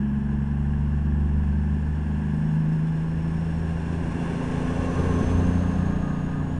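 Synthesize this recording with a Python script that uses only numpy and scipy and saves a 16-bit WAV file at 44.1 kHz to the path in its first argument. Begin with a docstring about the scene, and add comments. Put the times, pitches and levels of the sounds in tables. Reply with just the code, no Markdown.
"""A droning diesel train gathers speed along a platform; after five seconds one engine passes close by.
The drone is a sum of crank orders lifted by pipe resonances, with pulsed gas noise; the clatter and
the low rumble are filtered noise. The close engine adds a pulsing roar, bay ring and gear tones;
filtered noise gives the cooling air, narrow noise the singing ducts and a climbing turbo whistle.
All firing and gear sounds follow one crank; sources going by swell and fade as 1 / distance."""
import sys
import numpy as np
from scipy import signal
from scipy.fft import rfft, irfft, next_fast_len
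from scipy.io import wavfile

SR = 44100
rng = np.random.default_rng(int(sys.argv[2]) if len(sys.argv) > 2 else 0)


def store_wav(level_fs):
    """Save 16-bit WAV to argv[1]."""
    pcm = np.round(np.clip(np.atleast_2d(level_fs), -1, 1) * 32767)
    wavfile.write(sys.argv[1], SR, pcm.T.astype(np.int16))


N = 290619
T = np.arange(N) / SR  # s


def amp(db):
    """Decibels to gain."""
    return 10 ** (np.asarray(db) / 20)


def unit(x):
    """Scales to rms 1."""
    return x / np.sqrt(np.mean(x ** 2) + 1e-20)


def gain_at(colour, hz):
    """Gain of a spectrum at the given frequencies, interpolated in dB over log frequency."""
    f_hz, level_db = np.transpose(colour)
    return amp(np.interp(np.log(hz + 1), np.log(f_hz), level_db))  # + 1 avoids log(0)


def coloured(x, colour):
    """Filters by a spectrum; rms 1."""
    size = next_fast_len(N)
    gain = gain_at(colour, np.fft.rfftfreq(size, 1 / SR))
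    return unit(irfft(rfft(x, size) * gain, size)[:N])


def waver(rate_hz):
    """Random signal of rms 1, low-passed by a Gaussian at about the given rate."""
    size = next_fast_len(N)
    lowpass = np.exp(-.5 * (np.fft.rfftfreq(size, 1 / SR) / rate_hz) ** 2)
    return unit(irfft(rfft(rng.standard_normal(size)) * lowpass, size)[:N])


def whistle(hz, width_hz):
    """Narrow noise of rms 1 that follows a pitch."""
    angle_rad = 2 * np.pi * np.cumsum(hz * np.ones(N)) / SR
    return unit(waver(width_hz) * np.cos(angle_rad) + waver(width_hz) * np.sin(angle_rad))


def passing(closest_s, approach_s, leave_s):
    """Gain of a source that goes by: 1 when closest, then falling as 1 / distance."""
    away = (T - closest_s) / np.where(T < closest_s, approach_s, leave_s)
    return 1 / np.sqrt(1 + away ** 2)


def loudness(places, far_db=-np.inf):
    """Gain of a sound from several passing places: powers add to the steady level from the train."""
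    power = amp(far_db) ** 2
    for closest_s, level_db, approach_s, leave_s in places:
        power = power + (amp(level_db) * passing(closest_s, approach_s, leave_s)) ** 2
    return np.sqrt(power)


def crank_hz():
    """Crankshaft speed, rising as the train gathers speed."""
    # crank speed: t/s, speed/turns per s
    crank_speed = [(0, 23.07), (.5, 23.75), (2, 25.28), (2.5, 26.02), (3.5, 27.26), (4.5, 28.34),
                   (5.5, 29.02), (6, 29.17), (6.6, 29.52)]
    t_s, turns_per_s = np.transpose(crank_speed)
    return np.interp(T, t_s, turns_per_s)


def crank_turns(wobble_turns=0.0051):
    """Crank angle in turns, slightly unsteady."""
    return np.cumsum(crank_hz()) / SR + wobble_turns * waver(rate_hz=6.5)


def tone(turns, order, start_turns=0):
    """A sine of rms 1 locked to the crank; a four-stroke cycle allows whole and half orders."""
    return np.sqrt(2) * np.cos(2 * np.pi * (order * turns + start_turns))


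def side_tones(turns, orders, fading_db):
    """Weak engine orders that come and go with the reflections off the platform."""
    total = 0
    for order, level_db in orders:
        fading = amp(level_db + fading_db * waver(rate_hz=3.1))
        total = total + fading * tone(turns, order, rng.random())
    return total


def knocks(turns, decay, unequal_db, chance_db):
    """A burst at each firing, decay in firing intervals; the cylinders differ, and so does each stroke."""
    cylinders = 6
    firings = (turns - turns.min()) * cylinders / 2  # each cylinder fires every two turns
    stroke = firings.astype(int)
    cylinder_db = unequal_db * unit(rng.standard_normal(cylinders))
    stroke_db = chance_db * rng.standard_normal(N)
    strength = amp(cylinder_db[stroke % cylinders] + stroke_db[stroke])
    return unit(strength * np.exp(-(firings % 1) / decay))


def cyclic_noise(turns, repeating):
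    """Noise of which a share (of power, 0-1) repeats with every two turns of the crank."""
    cycle = rng.standard_normal(3072)
    locked = np.interp(turns / 2 % 1, np.linspace(0, 1, len(cycle)), cycle)
    return np.sqrt(repeating) * locked + np.sqrt(1 - repeating) * rng.standard_normal(N)


def rumble():
    """Low noise of rolling wheels and the shaking underframe."""
    # spectrum: f/Hz, relative level/dB
    rumble_colour = [(10, 13.5), (25, -10.5), (38, 5.5), (50, 15.5), (64, 11), (100, 6.5), (170, 9),
                     (400, -42.5)]
    # wheels going by: closest/s, level/dB, approach/s, leaving/s
    wheel_pass = [(5.15, -27.5, 0.23, 0.58)]
    return loudness(wheel_pass, far_db=-39) * coloured(rng.standard_normal(N), rumble_colour)


def clatter(turns, pulsing=0.087):
    """Combustion and injector noise from along the train, ringing in the engine casings."""
    # casing spectrum: f/Hz, relative level/dB
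    clatter_colour = [(200, -1.5), (540, -4.5), (850, 6), (1080, 1), (1250, -9), (1480, -1.5), (1620, 3.5),
                      (1740, 3.5), (1840, -6.5), (2350, -16), (2800, -10), (3300, -19), (3900, -41.5),
                      (9500, -56)]
    # casings going by: closest/s, level/dB, approach/s, leaving/s
    casing_pass = [(2.35, -50.5, 0.2, .25), (4.3, -42.5, .25, 0.48)]
    beat = 1 - pulsing + pulsing * knocks(turns, decay=0.27, unequal_db=5, chance_db=4.5)
    return loudness(casing_pass, far_db=-46.5) * coloured(beat * rng.standard_normal(N), clatter_colour)


def duct_whistle(hz=5430, width_hz=50, far_db=-78):
    """One duct sings at a steady pitch all along the train."""
    # duct openings going by: closest/s, level/dB, approach/s, leaving/s
    duct_pass = [(2.5, -76.5, 0.12, 0.23), (3.35, -72.5, 0.42, 0.19)]
    return loudness(duct_pass, far_db) * whistle(hz, width_hz)


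def cooling_air(rush_db=9, gust_db=0.9):
    """Air rushing through the coolers and grilles (broad noise), and singing in the ducts (narrow)."""
    # rush spectrum: f/Hz, relative level/dB
    air_colour = [(900, -3), (1700, 17), (2100, 18), (2800, 19), (3100, 10.5), (3450, 15), (3800, 2.5),
                  (4300, 9), (4600, 0), (6400, 4), (7400, 3), (8600, 6), (10000, 3), (11800, -19)]
    # singing ducts: f/Hz, width/Hz, level/dB re flow gain
    ducts = [(2740, 28, -1), (5320, 310, -6), (6750, 190, -10)]
    # flow gain of grilles going by: closest/s, level/dB, approach/s, leaving/s
    grille_pass = [(2.5, -71, 0.41, 0.095), (4.35, -63.5, .2, 0.36), (5.16, -58, 0.81, 0.31),
                   (6.57, -71, 0.056, 0.14)]
    flow = loudness(grille_pass, far_db=-82) * amp(gust_db * waver(rate_hz=25))
    rush = amp(rush_db) * coloured(rng.standard_normal(N), air_colour)
    singing = sum(amp(level_db) * whistle(hz, width_hz) for hz, width_hz, level_db in ducts)
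    return flow * (rush + singing)


def turbo(start_hz=3980, rise_hz_per_s=424, core_db=-5.5, skirt_db=0):
    """A fuzzy whistle that rises steadily as the turbocharger spools up."""
    # gain before core, skirt and spool factors: closest/s, level/dB, approach/s, leaving/s
    turbo_pass = [(3.55, -67, 0.17, 0.33), (5.22, -56, 0.27, 0.3)]
    hz = start_hz + rise_hz_per_s * T
    core = amp(core_db) * whistle(hz, width_hz=45)
    skirt = amp(skirt_db) * whistle(hz, width_hz=170)
    spooled = (hz / hz[-1]) ** 2  # the faster it spins, the louder it sings
    return spooled * loudness(turbo_pass) * (core + skirt)


def engine_roar(turns, beat, roar_db=-3):
    """The close engine's roar: noise pulsing with the firing, plus weaker crank orders."""
    # roar spectrum: f/Hz, relative level/dB
    roar_colour = [(100, -29), (250, -4), (480, -4), (650, 2.5), (1080, -4), (1350, -10), (1700, -3.5),
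                   (2000, -21.5), (2800, -20), (4000, -24.5), (8000, -53)]
    # weaker tones: crank order, level/dB re engine gain
    near_orders = [(1.5, -12), (2, -10), (4, -11), (4.5, -10.5), (6.5, -3), (7.5, -8.5), (11, -11),
                   (13, -12.5)]
    # engine gain: closest/s, level/dB, approach/s, leaving/s
    engine_pass = [(5.2, -34.5, 0.47, .62)]
    roar = amp(roar_db) * coloured(beat * cyclic_noise(turns, repeating=0.43), roar_colour)
    return loudness(engine_pass) * (roar + side_tones(turns, near_orders, fading_db=1))


def bay_ring(turns, beat):
    """Throaty ring of the engine bay: pulsing noise through its resonances."""
    # bay spectrum: f/Hz, relative level/dB
    bay_colour = [(300, -12.5), (370, -2), (440, 12), (490, 6.5), (570, 5.5), (630, -26.5), (900, -23.5),
                  (1080, 3.5), (1300, -33), (2000, -37)]
    # bays going by: closest/s, level/dB, approach/s, leaving/s
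    bay_pass = [(3.7, -51.5, 0.35, .2), (5.02, -33, 0.29, 0.3)]
    return loudness(bay_pass) * coloured(beat * cyclic_noise(turns, repeating=0.56), bay_colour)


def gear_tones():
    """Gears whine at fixed multiples of crank speed."""
    # gears: crank order, level/dB re gear gain
    gears = [(37.5, -6), (42, -3), (56, -8)]
    # gear gain: closest/s, level/dB, approach/s, leaving/s
    gear_pass = [(5.0, -47, 0.069, 0.16), (5.98, -46, .15, 0.19)]
    whine = sum(amp(level_db) * whistle(order * crank_hz(), width_hz=6) for order, level_db in gears)
    return loudness(gear_pass) * whine


def close_engine(turns):
    """The engine under the coach: roar and bay share one firing beat; gears whine on top."""
    beat = .83 + .17 * knocks(turns, decay=1, unequal_db=2, chance_db=.5)
    return engine_roar(turns, beat) + bay_ring(turns, beat) + gear_tones()


def pipe_gain(order):
    """Exhaust resonances: a crank order swells as rising speed carries it through one."""
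    # resonances: f/Hz, width/Hz, peak gain added to 1/dB
    pipe_modes = [(73.74, 4.2, 9.5), (143.16, 10.5, 14.5), (156.56, 5.9, 22), (163.55, 3.6, 16),
                  (202.6, 13.7, 25), (233.7, 1.7, -2), (318.8, 7.9, 2)]
    hz = order * crank_hz()
    lift = 0
    for mode_hz, width_hz, peak_db in pipe_modes:
        lift = lift + amp(peak_db) / (1 + (2 * (hz - mode_hz) / width_hz) ** 2)
    return 1 + lift


def far_tones(turns):
    """The weaker orders leave by the same resonant pipe."""
    # tones from afar: crank order, level before pipe gain/dB
    far_orders = [(1, -47.5), (1.5, -47), (2, -51), (4.5, -71.5), (11, -56.5), (12, -58), (13, -56.5),
                  (14, -58)]
    total = 0
    for order, level_db in far_orders:
        total = total + pipe_gain(order) * side_tones(turns, [(order, level_db)], fading_db=4)
    return total


def exhaust_noise(turns, pulsing=0.2):
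    """Each cylinder's puff carries a burst of turbulent gas."""
    # gas spectrum: f/Hz, relative level/dB
    blast_colour = [(70, -28), (125, -9.5), (170, -6.5), (230, 7), (300, -1), (390, -0.5), (450, -12.5),
                    (540, -41.5), (900, -50)]
    # outlets going by: closest/s, level/dB, approach/s, leaving/s
    gas_pass = [(4.25, -33.5, 0.21, 0.21), (5.15, -32.5, 0.15, 0.19)]
    beat = 1 - pulsing + pulsing * knocks(turns, decay=0.15, unequal_db=1, chance_db=8)
    gas = cyclic_noise(turns, repeating=.2)
    return loudness(gas_pass, far_db=-43) * coloured(beat * gas, blast_colour)


def exhaust_level(order, far_db, near_db, loudest_s, approach_s):
    """Gain of one exhaust tone: lifted by the pipe's resonances, and by the outlet coming close."""
    near = amp(near_db) * passing(loudest_s, approach_s, approach_s)
    return pipe_gain(order) * np.hypot(amp(far_db), near)


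def beating(depth, dip_s, period_s, from_s=1.6, grow_s=.3):
    """A tone dips and returns at even intervals once the train is under way."""
    grown = np.clip((T - from_s) / grow_s, 0, 1)
    return np.sqrt(1 - depth * grown * np.cos(np.pi * (T - dip_s) / period_s) ** 2)


def exhaust(turns, smear_turns=.0085, drift_turns=0.067):
    """The drone: cylinder puffs give the firing orders (multiples of 3); unequal cylinders the others."""
    # crank order, far and near level before pipe gain and beat/dB, loudest/s, approach and leaving/s,
    # beat depth/0-1, dip/s, dip period/s
    exhaust_tones = [(3, -36.5, -27, 5.53, 0.77, 0.95, 2.76, 1.7), (4, -61.5, -36.5, 9.2, 0.27, 0.12, 3, 2),
                     (5, -66.5, -39.5, 5.8, 0.47, 1, 5.56, 3.5),
                     (6, -45.5, -35.5, 5.5, 0.48, 0.6, 2.26, 1.41), (7, -77.5, -55, 6.3, 0.9, 1, 2.4, 2.1),
                     (8, -54, -37, 6.6, 0.15, 0.93, 3.0, 1.1),
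                     (9, -49.5, -27.5, 5.59, 0.41, 0.92, 3.627, 2.24),
                     (10, -47.5, -40, 6, .12, 0.5, 2.98, 1.8)]
    puffs = 0
    for order, far_db, near_db, loudest_s, approach_s, depth, dip_s, period_s in exhaust_tones:
        # the silencer delays high orders more than low ones; shifting echoes let each drift a little
        lag_turns = smear_turns * order ** 2 + drift_turns * waver(rate_hz=0.72)
        gain = exhaust_level(order, far_db, near_db, loudest_s, approach_s)
        puffs = puffs + gain * beating(depth, dip_s, period_s) * tone(turns, order, -lag_turns)
    flutter = 1 + .08 * waver(rate_hz=25)
    return puffs * flutter


def scene():
    """Mixes all layers; firing and gears follow one crank."""
    turns = crank_turns()
    air = cooling_air() + duct_whistle() + turbo()
    drone = exhaust(turns) + exhaust_noise(turns) + far_tones(turns)
    return (rumble() + clatter(turns) + air + close_engine(turns) + drone)[None]


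def record(dry):
    """A small microphone: the top rolls off, then ends steeply; the ends are faded."""
    soft = signal.firwin(25, 10650, fs=SR)
    steep = signal.firwin(511, 12000, window=("kaiser", 9), fs=SR)
    ends = signal.windows.tukey(N, .001)
    return signal.oaconvolve(dry * ends, np.convolve(soft, steep)[None], "same")


dry = scene()
out = record(dry)
store_wav(out)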